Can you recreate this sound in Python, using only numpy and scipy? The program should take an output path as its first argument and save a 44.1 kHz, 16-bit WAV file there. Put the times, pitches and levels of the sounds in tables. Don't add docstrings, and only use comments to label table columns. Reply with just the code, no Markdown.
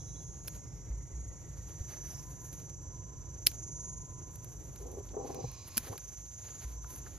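import sys
import numpy as np
from scipy import signal
from scipy.fft import rfft, irfft
from scipy.io import wavfile
from scipy.ndimage import map_coordinates

SR = 44100
rng = np.random.default_rng(int(sys.argv[2]) if len(sys.argv) > 2 else 0)


def inscribe(sig):
    pcm = np.round(np.clip(np.atleast_2d(sig).T, -1, 1) * 32767)
    wavfile.write(sys.argv[1], SR, pcm.astype(np.int16))


N = 316638
T = np.arange(N) / SR
HZ = np.fft.rfftfreq(N, 1 / SR)


def gain_of(db):
    return 10 ** (np.asarray(db) / 20)


def evened(x):
    return x / np.sqrt(np.mean(x ** 2) + 1e-20)


def read(points, hz=HZ):
    f, value = np.transpose(points)
    return np.interp(np.log(hz + 1), np.log(f + 1), value)


def curve(rows, count=1):
    rows = np.asarray(rows)
    return np.interp(T, rows[:, 0], rows[:, count])


def stroke(rows):
    inside = (T > rows[0][0]) * (T < rows[-1][0])
    return gain_of(curve(rows)) * inside


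def swell(middle, length):
    return np.exp(-2 * ((T - middle) / length) ** 2)


def gate(start, end, attack, release):
    return np.clip(np.minimum((T - start) / attack, (end - T) / release), 0, 1)


def add(mix, s, sound):
    part = mix[max(round(s * SR), 0):][:len(sound)]
    part += sound[:len(part)]


def drift(hz):
    return evened(irfft(rfft(rng.standard_normal(N)) / (1 + (HZ / hz) ** 4), N))


def waver(x, share, hz):
    position = np.cumsum(1 + share * drift(hz))
    return map_coordinates(x, [position], order=3, mode="wrap")


def colour(x, spectrum, size=2048):
    log_gain = np.log(gain_of(read(spectrum, abs(np.fft.fftfreq(size, 1 / SR)))))
    taps = np.fft.ifft(np.exp(np.conj(signal.hilbert(log_gain)))).real
    return signal.oaconvolve(x, taps / np.linalg.norm(taps))[:N]


def grains(per_s, spread_db):
    size = gain_of(spread_db * np.minimum(rng.exponential(1, N), 4))
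    present = rng.random(N) < per_s / SR
    return evened(size * rng.choice([-1, 1], N) * present)


def burst(rise, decay, size=4096):
    t = np.arange(size) / SR
    shape = (1 - np.exp(-(t / rise) ** 2)) * np.exp(-t / decay)
    x = shape * rng.standard_normal(size)
    for _ in range(3):
        x = irfft(np.exp(1j * np.angle(rfft(x)))) * np.sqrt(shape)
    return evened(x) * np.sqrt(np.mean(shape ** 2))


def thud(hz, decay):
    t = np.arange(SR // 2) / SR
    wobble = t + np.cumsum(0.097 * drift(770)[:len(t)]) / SR
    onset = 1 - np.exp(-3 * t * hz)
    return -np.sin(2 * np.pi * hz * wobble) * onset * np.exp(-t / decay)


# f/Hz, correlation/1
PORT_LIKENESS = [(60, .84), (280, .84), (700, .5), (1400, .3), (3000, .4), (6800, .55), (8200, .98)]


def diffuse(spectrum_db):
    a, b = rfft(rng.standard_normal((2, N)))
    same = np.clip(read(PORT_LIKENESS), 0, 1)
    other = same * a + np.sqrt(1 - same ** 2) * b
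    return evened(irfft(np.array([a, other]) * gain_of(spectrum_db), N))


# f/Hz, level/dB
CHORUS_SPECTRUM = [(4800, -30.5), (5400, -7.5), (5900, 0), (6450, 3), (6950, 7), (7400, 7.5), (7570, -4),
                   (7750, -54), (8500, -80.5)]
AIR_SPECTRUM = [(60, 1.5), (200, -1.5), (290, 4.5), (380, 2.5), (600, -4.5), (900, -7), (1300, -13),
                (2000, -18.5), (3200, -24.5), (5000, -25), (8000, -81.5), (15000, -50.5)]
RUMBLE_SPECTRUM = [(22, -54), (36, -20.5), (51, 4.5), (72, -2.5), (100, -1.5), (128, -2), (155, -5),
                   (185, -16), (300, -46), (1000, -90)]
# start t/s, end t/s, level/dB
WHINE_SPELLS = [(2.04, 2.6, -67.5), (2.8, 3.4, -66), (3.66, 4.48, -66.5), (4.7, 5.15, -71),
                (6.58, 7.08, -67)]
# t/s, level/dB, f/Hz
WHIRR_PATH = [(.5, -76, 2126), (1.1, -71.5, 2035), (2.0, -72, 1762), (2.6, -73, 1775)]
CHORUS_DB, AIR_DB, RUMBLE_DB = -60, -58.5, -47.5
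CHORUS_FOLLOW = 0.25
LULL_S, LULL_LENGTH_S, AIR_LULL_DB, RUMBLE_LULL_DB = 6.14, 0.77, -8, -3.5
DRONE_HZ, DRONE_DB, DRONE_FADE_DB_PER_S = 100, 3, 0.87
WHINE_HZ, WHINE_WIDTH_HZ, WHINE_FADE_S, WHINE_FLOOR_DB = 1012, 15, 0.14, -79


def outdoors():
    effort_db = (curve(CICADA_LEVELS, count=1) + curve(CICADA_LEVELS, count=2)) / 2
    follow_db = CHORUS_FOLLOW * (effort_db - effort_db.mean())
    chorus = diffuse(read(CHORUS_SPECTRUM)) * gain_of(CHORUS_DB + follow_db + drift(23))

    lull = swell(LULL_S, LULL_LENGTH_S)
    air = diffuse(read(AIR_SPECTRUM)) * gain_of(AIR_DB + AIR_LULL_DB * lull + 1.44 * drift(21))
    rumble_db = RUMBLE_DB + RUMBLE_LULL_DB * lull + 0.21 * drift(3.8)
    rumble = diffuse(read(RUMBLE_SPECTRUM)) * gain_of(rumble_db)
    drone = irfft(rfft(rumble) / (1 + (DRONE_HZ / (HZ + 1)) ** 8), N)
    rumble = rumble - drone + drone * gain_of(DRONE_DB - DRONE_FADE_DB_PER_S * T)

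    running = sum(gain_of(db) * gate(on, off, WHINE_FADE_S, WHINE_FADE_S) for on, off, db in WHINE_SPELLS)
    whine_band_db = -20 * np.log10(1 + ((HZ - WHINE_HZ) / WHINE_WIDTH_HZ) ** 2)
    whine = diffuse(whine_band_db) * (running + gain_of(WHINE_FLOOR_DB))

    flutter = evened(drift(40) + drift(390))
    whirr_phase = 2 * np.pi * np.cumsum(curve(WHIRR_PATH, count=2)) / SR
    whirr = stroke(WHIRR_PATH) * flutter * np.cos(whirr_phase)
    return chorus + air + rumble + whine + whirr


# f/Hz, level/dB (per Hz)
LEAF_SPECTRUM = [(500, 4), (1900, -2), (3200, -6.5), (5000, -3.5), (7000, -40), (8800, 2), (11000, 1),
                 (12800, 7), (14300, -6.5), (15000, -34)]
# middle t/s, length/s, rustle level/dB, hiss level/dB
LEAF_BRUSHES = [(0.51, 0.13, -61, -63), (1.577, 0.17, -63.5, -69), (1.8, 0.2, -60.5, -65),
                (1.949, 0.11, -54, -59), (2.046, 0.027, -54.5, -58), (2.128, 0.2, -56.5, -57.5),
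                (2.3, 0.14, -63, -60.5), (2.487, 0.17, -62, -57.5), (2.596, 0.062, -60, -60),
                (3.509, 0.081, -58, -61), (4.526, 0.33, -69, -64.5), (4.878, 0.29, -63.5, -64.5),
                (5.287, 0.07, -53.5, -60.5), (5.683, 0.016, -53, -52), (5.86, 0.21, -51, -55),
                (6.134, 1, -61, -65), (6.534, 0.26, -54.5, -65), (6.663, 0.17, -62, -63),
                (6.948, 0.087, -58, -52), (7.087, 0.38, -58, -63)]
# t/s, level/dB
SMALL_TICKS = [(4.357, -45), (4.445, -43), (4.916, -50), (5.515, -48), (6.904, -45.5), (6.9362, -52),
               (6.961, -42)]
STIR_DB = -74
LEAF_SPLIT_HZ = 8400


def foliage():
    rustle_power = hiss_power = gain_of(STIR_DB) ** 2
    for s, length, rustle_db, hiss_db in LEAF_BRUSHES:
        shape = swell(s, length)
        rustle_power = rustle_power + (gain_of(rustle_db) * shape) ** 2
        hiss_power = hiss_power + (gain_of(hiss_db) * shape) ** 2
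    ticks = np.zeros(N)
    for s, db in SMALL_TICKS:
        add(ticks, s - .002, gain_of(db) * burst(rise=.0012, decay=.006))
    ticks = signal.lfilter([1, -.6], [1], ticks)
    clumps = gain_of(2.7 * drift(23))
    brush = colour(clumps * grains(per_s=3000, spread_db=-0.5), LEAF_SPECTRUM)
    low = irfft(rfft(brush) * (HZ < LEAF_SPLIT_HZ), N)
    high = brush - low
    return colour(ticks, LEAF_SPECTRUM) + np.sqrt(rustle_power) * low + np.sqrt(hiss_power) * high


# t/s, 10th partial level/dB, 11th partial level/dB
CICADA_LEVELS = [(0.0, -67, -77), (0.4, -85, -64), (0.52, -63.5, -55.5), (0.82, -62, -65),
                 (1.25, -62.5, -56.5), (1.5, -63.5, -63.5), (1.67, -58, -61), (2.03, -48.5, -62),
                 (2.25, -59, -59.5), (2.55, -55, -58.5), (3.15, -58, -69.5), (3.6, -52, -53),
                 (3.88, -53, -50), (4.08, -59.5, -56), (4.45, -59, -65.5), (4.8, -61, -63),
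                 (5.48, -55, -68.5), (5.72, -61, -63), (6.08, -52, -60), (6.35, -56, -56.5),
                 (6.6, -55.5, -51), (6.7, -58.5, -65.5), (6.87, -53, -64), (7.18, -63, -59.5)]
# t/s, f/Hz
TYMBAL_RATE = [(0, 596.3), (2, 606.5), (4.5, 607.8), (7.18, 610.7)]
# multiple of the click rate/1, level/dB (re the 10th if below it, else the 11th)
WEAK_PARTIALS = [(9, -17.5), (12, -19.5), (15, -23), (16, -22.5), (17, -18)]
# middle t/s, length/s, added level/dB
FORWARD_SWELLS = [(0.715, 0.2, 10), (2.172, 0.12, 12)]
WAVER_DB, WAVER_HZ = 0.9, 7


def cicada(throb_hz=23.46, swing=0.0035, throb_db=3.0):
    beat = 2 * np.pi * np.cumsum(throb_hz * (1 + 0.0465 * drift(5.66))) / SR
    rate_sway = 1 + swing * np.cos(beat) + 0.0012 * drift(104) + .001 * drift(4.97)
    phase = 2 * np.pi * np.cumsum(curve(TYMBAL_RATE) * rate_sway) / SR
    low_db, high_db = (curve(CICADA_LEVELS, count=k) + WAVER_DB * drift(WAVER_HZ) for k in (1, 2))
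    song = gain_of(low_db) * np.cos(10 * phase) + gain_of(high_db) * np.cos(11 * phase)
    forward_db = sum(db * swell(s, length) for s, length, db in FORWARD_SWELLS)
    for k, db in WEAK_PARTIALS:
        main_db = low_db + forward_db if k < 10 else high_db
        song += gain_of(db + main_db) * np.cos(k * phase)
    depth_db = throb_db * (1 + .3 * drift(4))
    return np.sqrt(2) * song * gain_of(depth_db * np.sin(beat) + .9 * drift(50))


# f/Hz, level/dB
BUZZ_SPECTRUM = [(3200, -42), (3750, -30), (4250, -40), (5200, -33), (5430, -9), (5590, -21), (5750, -11),
                 (6050, -2), (6350, -6), (6520, -1), (6800, -4), (7100, -8), (8000, -45), (9600, -34),
                 (10100, -9), (10500, -36)]
BUZZ_DB, BUZZ_HOLD_S, BUZZ_FADE_DB_PER_S, BUZZ_END_S, BUZZ_RELEASE_S = -52.5, 0.23, 16, 0.68, 0.11
BUZZ_RING_HZ, BUZZ_GLIDE_HZ_PER_S, BUZZ_RING_WIDTH_HZ, BUZZ_RING_DB = 5800, 2300, 380, 7


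def buzzer():
    pulse_hz = 150.95
    turns = np.cumsum(pulse_hz * (1 + 0.00032 * drift(4.1))) / SR
    sounding = T < BUZZ_END_S
    orders = np.arange(20, 86)
    partials = np.cos(2 * np.pi * orders * (turns[sounding, None] + rng.random(len(orders))))
    ring_hz = BUZZ_RING_HZ + BUZZ_GLIDE_HZ_PER_S * T[sounding, None]
    offset = (orders * pulse_hz - ring_hz) / BUZZ_RING_WIDTH_HZ
    ring = gain_of(BUZZ_RING_DB / (1 + offset ** 2))
    song = np.zeros(N)
    song[sounding] = evened((partials * ring) @ gain_of(read(BUZZ_SPECTRUM, orders * pulse_hz)))
    release = np.clip((BUZZ_END_S - T) / BUZZ_RELEASE_S, 0, 1)
    return song * release * gain_of(BUZZ_DB - BUZZ_FADE_DB_PER_S * np.maximum(T - BUZZ_HOLD_S, 0))


# f/Hz, level/dB
RASP_TONES = [(3400, -71), (3900, -70)]
RASP_END_S = 0.31


def rasp():
    bands = np.zeros(N)
    for hz, db in RASP_TONES:
        roughness = evened(1 + drift(30))
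        phase = 2 * np.pi * np.cumsum(hz + 20 * drift(140)) / SR
        bands += gain_of(db) * roughness * np.cos(phase)
    return bands * np.sqrt(np.clip(1 - T / RASP_END_S, 0, 1))


# f/Hz, struck level/dB, scraped level/dB, t60/s
BLADE_MODES = [(1090, -15.5, 0, 0.031), (1580, 2, -30, 0.012), (2464, -1.5, -2.5, 0.018),
               (4180, -7, 0, 0.02), (5020, -6, 3, 0.018), (5440, -14, -11, 0.056)]


def blades(x, scraped=False):
    t = np.arange(SR // 8) / SR
    ring = np.zeros(len(t))
    for hz, blow_db, scrape_db, t60 in BLADE_MODES:
        mode_db = scrape_db if scraped else blow_db
        ring += gain_of(mode_db - 60 * t / t60) * np.sin(2 * np.pi * hz * t)
    return signal.oaconvolve(x, ring / np.linalg.norm(ring))[:N]


# t/s, stem snap level/dB, steel click level/dB, crush level/dB, crush lead/s (3.5 ms is added),
# hand knock level/dB, knock f/Hz, blade clack level/dB, stem pitch factor/1 (thinner is higher),
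# snap decay/s, click decay/s
SNIPS = [(0.4804, -34, -35.5, -44, 0.0034, -43, 557, -26, 1.17, 0.0025, 0.0067),
         (3.4687, -6, -9.5, -30, 0.0022, -39, 362, -27, 1.03, 0.0013, 0.0018),
         (5.778, -27, -11.5, -31.5, 0.0058, -31.5, 230, -13, 1.04, 0.0013, 0.0012)]
# f/Hz, level/dB
STEM_SPECTRUM = [(200, -8), (1000, -27.5), (1530, -22), (1950, -3), (2800, 3), (3500, -2.5), (4200, 3),
                 (5300, 3.5), (6100, -27), (7000, -4), (8600, -1), (15000, -58.5)]
STEEL_SPECTRUM = [(1000, -31), (1600, -15), (3400, -17), (4900, -10.5), (7900, -9), (8700, -35),
                  (10000, -0.5), (11300, -6.5), (12500, 3.5), (14300, -4), (15500, -31)]
# t/s, level/dB
BLADE_CHINKS = [(0.548, -60), (2.528, -52), (2.697, -59.5), (2.599, -57), (3.514, -50.5), (4.759, -53.5),
                (5.345, -50.5), (5.978, -45.5)]
CRUSH_STEEL_DB, CHATTER_DB = 9.5, -9
TEAR_DB, KNOCK_CYCLES = -19, 1.13
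CHINK_STEEL_DB, CHINK_RING_DB = 7, -1.5


def scissors():
    stem, steel, knock, shock, chink = np.zeros((5, N))
    for (s, snap_db, click_db, crush_db, lead, knock_db, knock_hz, clack_db,
         pitch, snap_s, click_s) in SNIPS:
        shoot = [(hz * pitch, db) for hz, db in STEM_SPECTRUM]
        bite = s - lead - .0035
        crush = colour(burst(rise=0.0023, decay=0.0034), shoot)
        add(stem, bite, gain_of(crush_db) * crush)
        add(steel, bite, gain_of(crush_db + CRUSH_STEEL_DB) * burst(rise=0.002, decay=0.005))
        snap = colour(burst(rise=.0009, decay=snap_s), shoot)
        add(stem, s - .0005, gain_of(snap_db) * snap)
        tear = colour(burst(rise=0.0032, decay=0.002), shoot)
        add(stem, s + 0.001005, gain_of(snap_db + TEAR_DB) * tear)
        add(steel, s + .0005, gain_of(click_db) * burst(rise=.0003, decay=click_s))
        add(steel, s, gain_of(click_db + CHATTER_DB) * burst(rise=.004, decay=.005))
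        for at in (bite, s):
            add(knock, at, gain_of(knock_db) * thud(knock_hz, KNOCK_CYCLES / knock_hz))
        add(shock, s + .0005, [gain_of(clack_db)])
    for s, db in BLADE_CHINKS:
        add(chink, s - .002, gain_of(db) * burst(rise=0.002, decay=0.0059))
    stem = stem + colour(chink, STEM_SPECTRUM)
    steel = colour(steel + gain_of(CHINK_STEEL_DB) * chink, STEEL_SPECTRUM)
    direct = stem + steel + blades(shock + gain_of(CHINK_RING_DB) * chink)
    scatter = [signal.oaconvolve(direct, burst(rise=.004, decay=.03))[:N] for _ in range(2)]
    return direct + knock + gain_of(-49) * np.array(scatter)


def tap(hz):
    resonance = [(hz / 10, -24), (hz, 0), (hz * np.sqrt(2), -18), (hz * 10, -60)]
    return colour(burst(rise=.004, decay=.012), resonance)


# t/s, length/s, level/dB, change of level/dB
HAND_RUBS = [(4.789, 0.23, -49, 11.5), (5.122, 0.039, -42, 10), (5.155, 0.11, -39.5, -8),
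             (5.238, 0.18, -42, 6.5), (5.386, 0.081, -43, 8), (5.858, 0.118, -46.5, 4)]
# f/Hz, width/Hz, level/dB
CASE_MODES = [(274, 24, -17), (388, 72, -10), (480, 85, -7.5), (685, 110, -12), (789.6, 25, -9),
              (982, 210, -13)]
# t/s, level/dB, f/Hz, decay/s
GRIP_BUMPS = [(0.899, -28.5, 53.5, 0.064), (1.129, -34, 59.8, 0.089), (1.807, -19.5, 65, 0.0076),
              (5.438, -28.5, 125, 0.022), (5.898, -29.5, 105.4, 0.015), (6.645, -34, 57.5, 0.11)]
# t/s, level/dB
FINGER_KNOCKS = [(4.81, -43.5), (4.971, -37), (5.166, -28.5)]
# t/s, level/dB, resonance f/Hz
SOFT_TAPS = [(1.931, -54, 2110), (5.084, -59, 4500), (5.137, -42, 790), (5.875, -52, 860),
             (5.924, -41.5, 1050), (5.951, -49, 1050), (6.839, -47.5, 1360), (7.06, -47.5, 1620)]
RUB_EDGE_S, SLIP_HZ, SLIP_DB = 0.017, 34.8, 1.8
KNOCK_HZ, KNOCK_DECAY_S = 404.4, 0.019


def handling(edge_hz=1200, brighten=0.78):
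    shared, left, right = (grains(per_s=380, spread_db=3.5) for _ in range(3))
    slips = rfft(shared + 0.99 * np.array([left, right])) / (1 + (HZ / edge_hz) ** 8)
    force = np.zeros(N)
    for s, length, db, press_db in HAND_RUBS:
        press = press_db * np.clip((T - s) / length - .5, -1, 1)
        force += gate(s, s + length, RUB_EDGE_S, RUB_EDGE_S) * gain_of(db + press)
    force = force * gain_of(SLIP_DB * drift(SLIP_HZ)) + 1e-9
    rub = np.zeros((2, N))
    for hz, width, db in CASE_MODES:
        resonance = 1 / (1 + 2j * (HZ - hz) / width) / (1 + ((HZ - hz) / (3 * width)) ** 2)
        ring = evened(irfft(slips * resonance, N))
        brightness = (force / force.max()) ** (brighten * max(np.log2(hz / 500), 0))
        rub += gain_of(db) * ring * force * brightness
    hits = np.zeros(N)
    for s, db, hz, decay in GRIP_BUMPS:
        add(hits, s, gain_of(db) * thud(hz, decay))
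    for s, db in FINGER_KNOCKS:
        add(hits, s, gain_of(db) * thud(KNOCK_HZ, KNOCK_DECAY_S))
    for s, db, hz in SOFT_TAPS:
        add(hits, s, gain_of(db) * tap(hz))
    return rub + hits


SLIDE_S, SLIDE_RISE_S, SLIDE_DB, BITE_DB, BITE_S = 0.62, 0.3, -60, 18.5, 0.019


def slide():
    scrape = grains(per_s=3000, spread_db=0)
    shut = SNIPS[-1][0]
    bite_db = BITE_DB * np.exp(-abs(T - shut) / BITE_S)
    pressure = gate(shut - SLIDE_S, shut, SLIDE_RISE_S, 0.0046) * gain_of(SLIDE_DB + bite_db)
    ring = waver(blades(scrape, scraped=True), share=.012, hz=7)
    ring = waver(ring, share=.005, hz=90)
    return pressure * evened(ring + .5 * colour(scrape, STEM_SPECTRUM))


def scene():
    insects = cicada() + buzzer() + rasp()
    return outdoors() + foliage() + insects + scissors() + handling() + slide()


# f/Hz, phase/rad by which left leads
PORT_LEAD = [(50, 0), (350, -.1), (800, -1.2), (1800, -.5), (4200, -.5), (5500, -1.7), (6500, -1.2),
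             (7700, -2.2), (8700, -3.14), (11000, -6.28), (13500, -9.42), (15000, -11.5)]
# f/Hz, level/dB of left minus right
PORT_LEVEL = [(200, -1), (700, 2), (2400, -1.5), (4200, -4), (5500, -8), (6100, -6), (6800, -0.5),
              (8200, -0.5)]
EDGE_HZ = 15400


def record(dry):
    half = np.exp(.5j * read(PORT_LEAD)) * gain_of(read(PORT_LEVEL) / 2)
    ports = irfft(rfft(dry) * np.array([half, 1 / half]), N)
    lowpass = signal.firwin(255, EDGE_HZ, window=("kaiser", 9), fs=SR)
    return signal.oaconvolve(ports, lowpass[None], "same")


dry = scene()
out = record(dry)
inscribe(out)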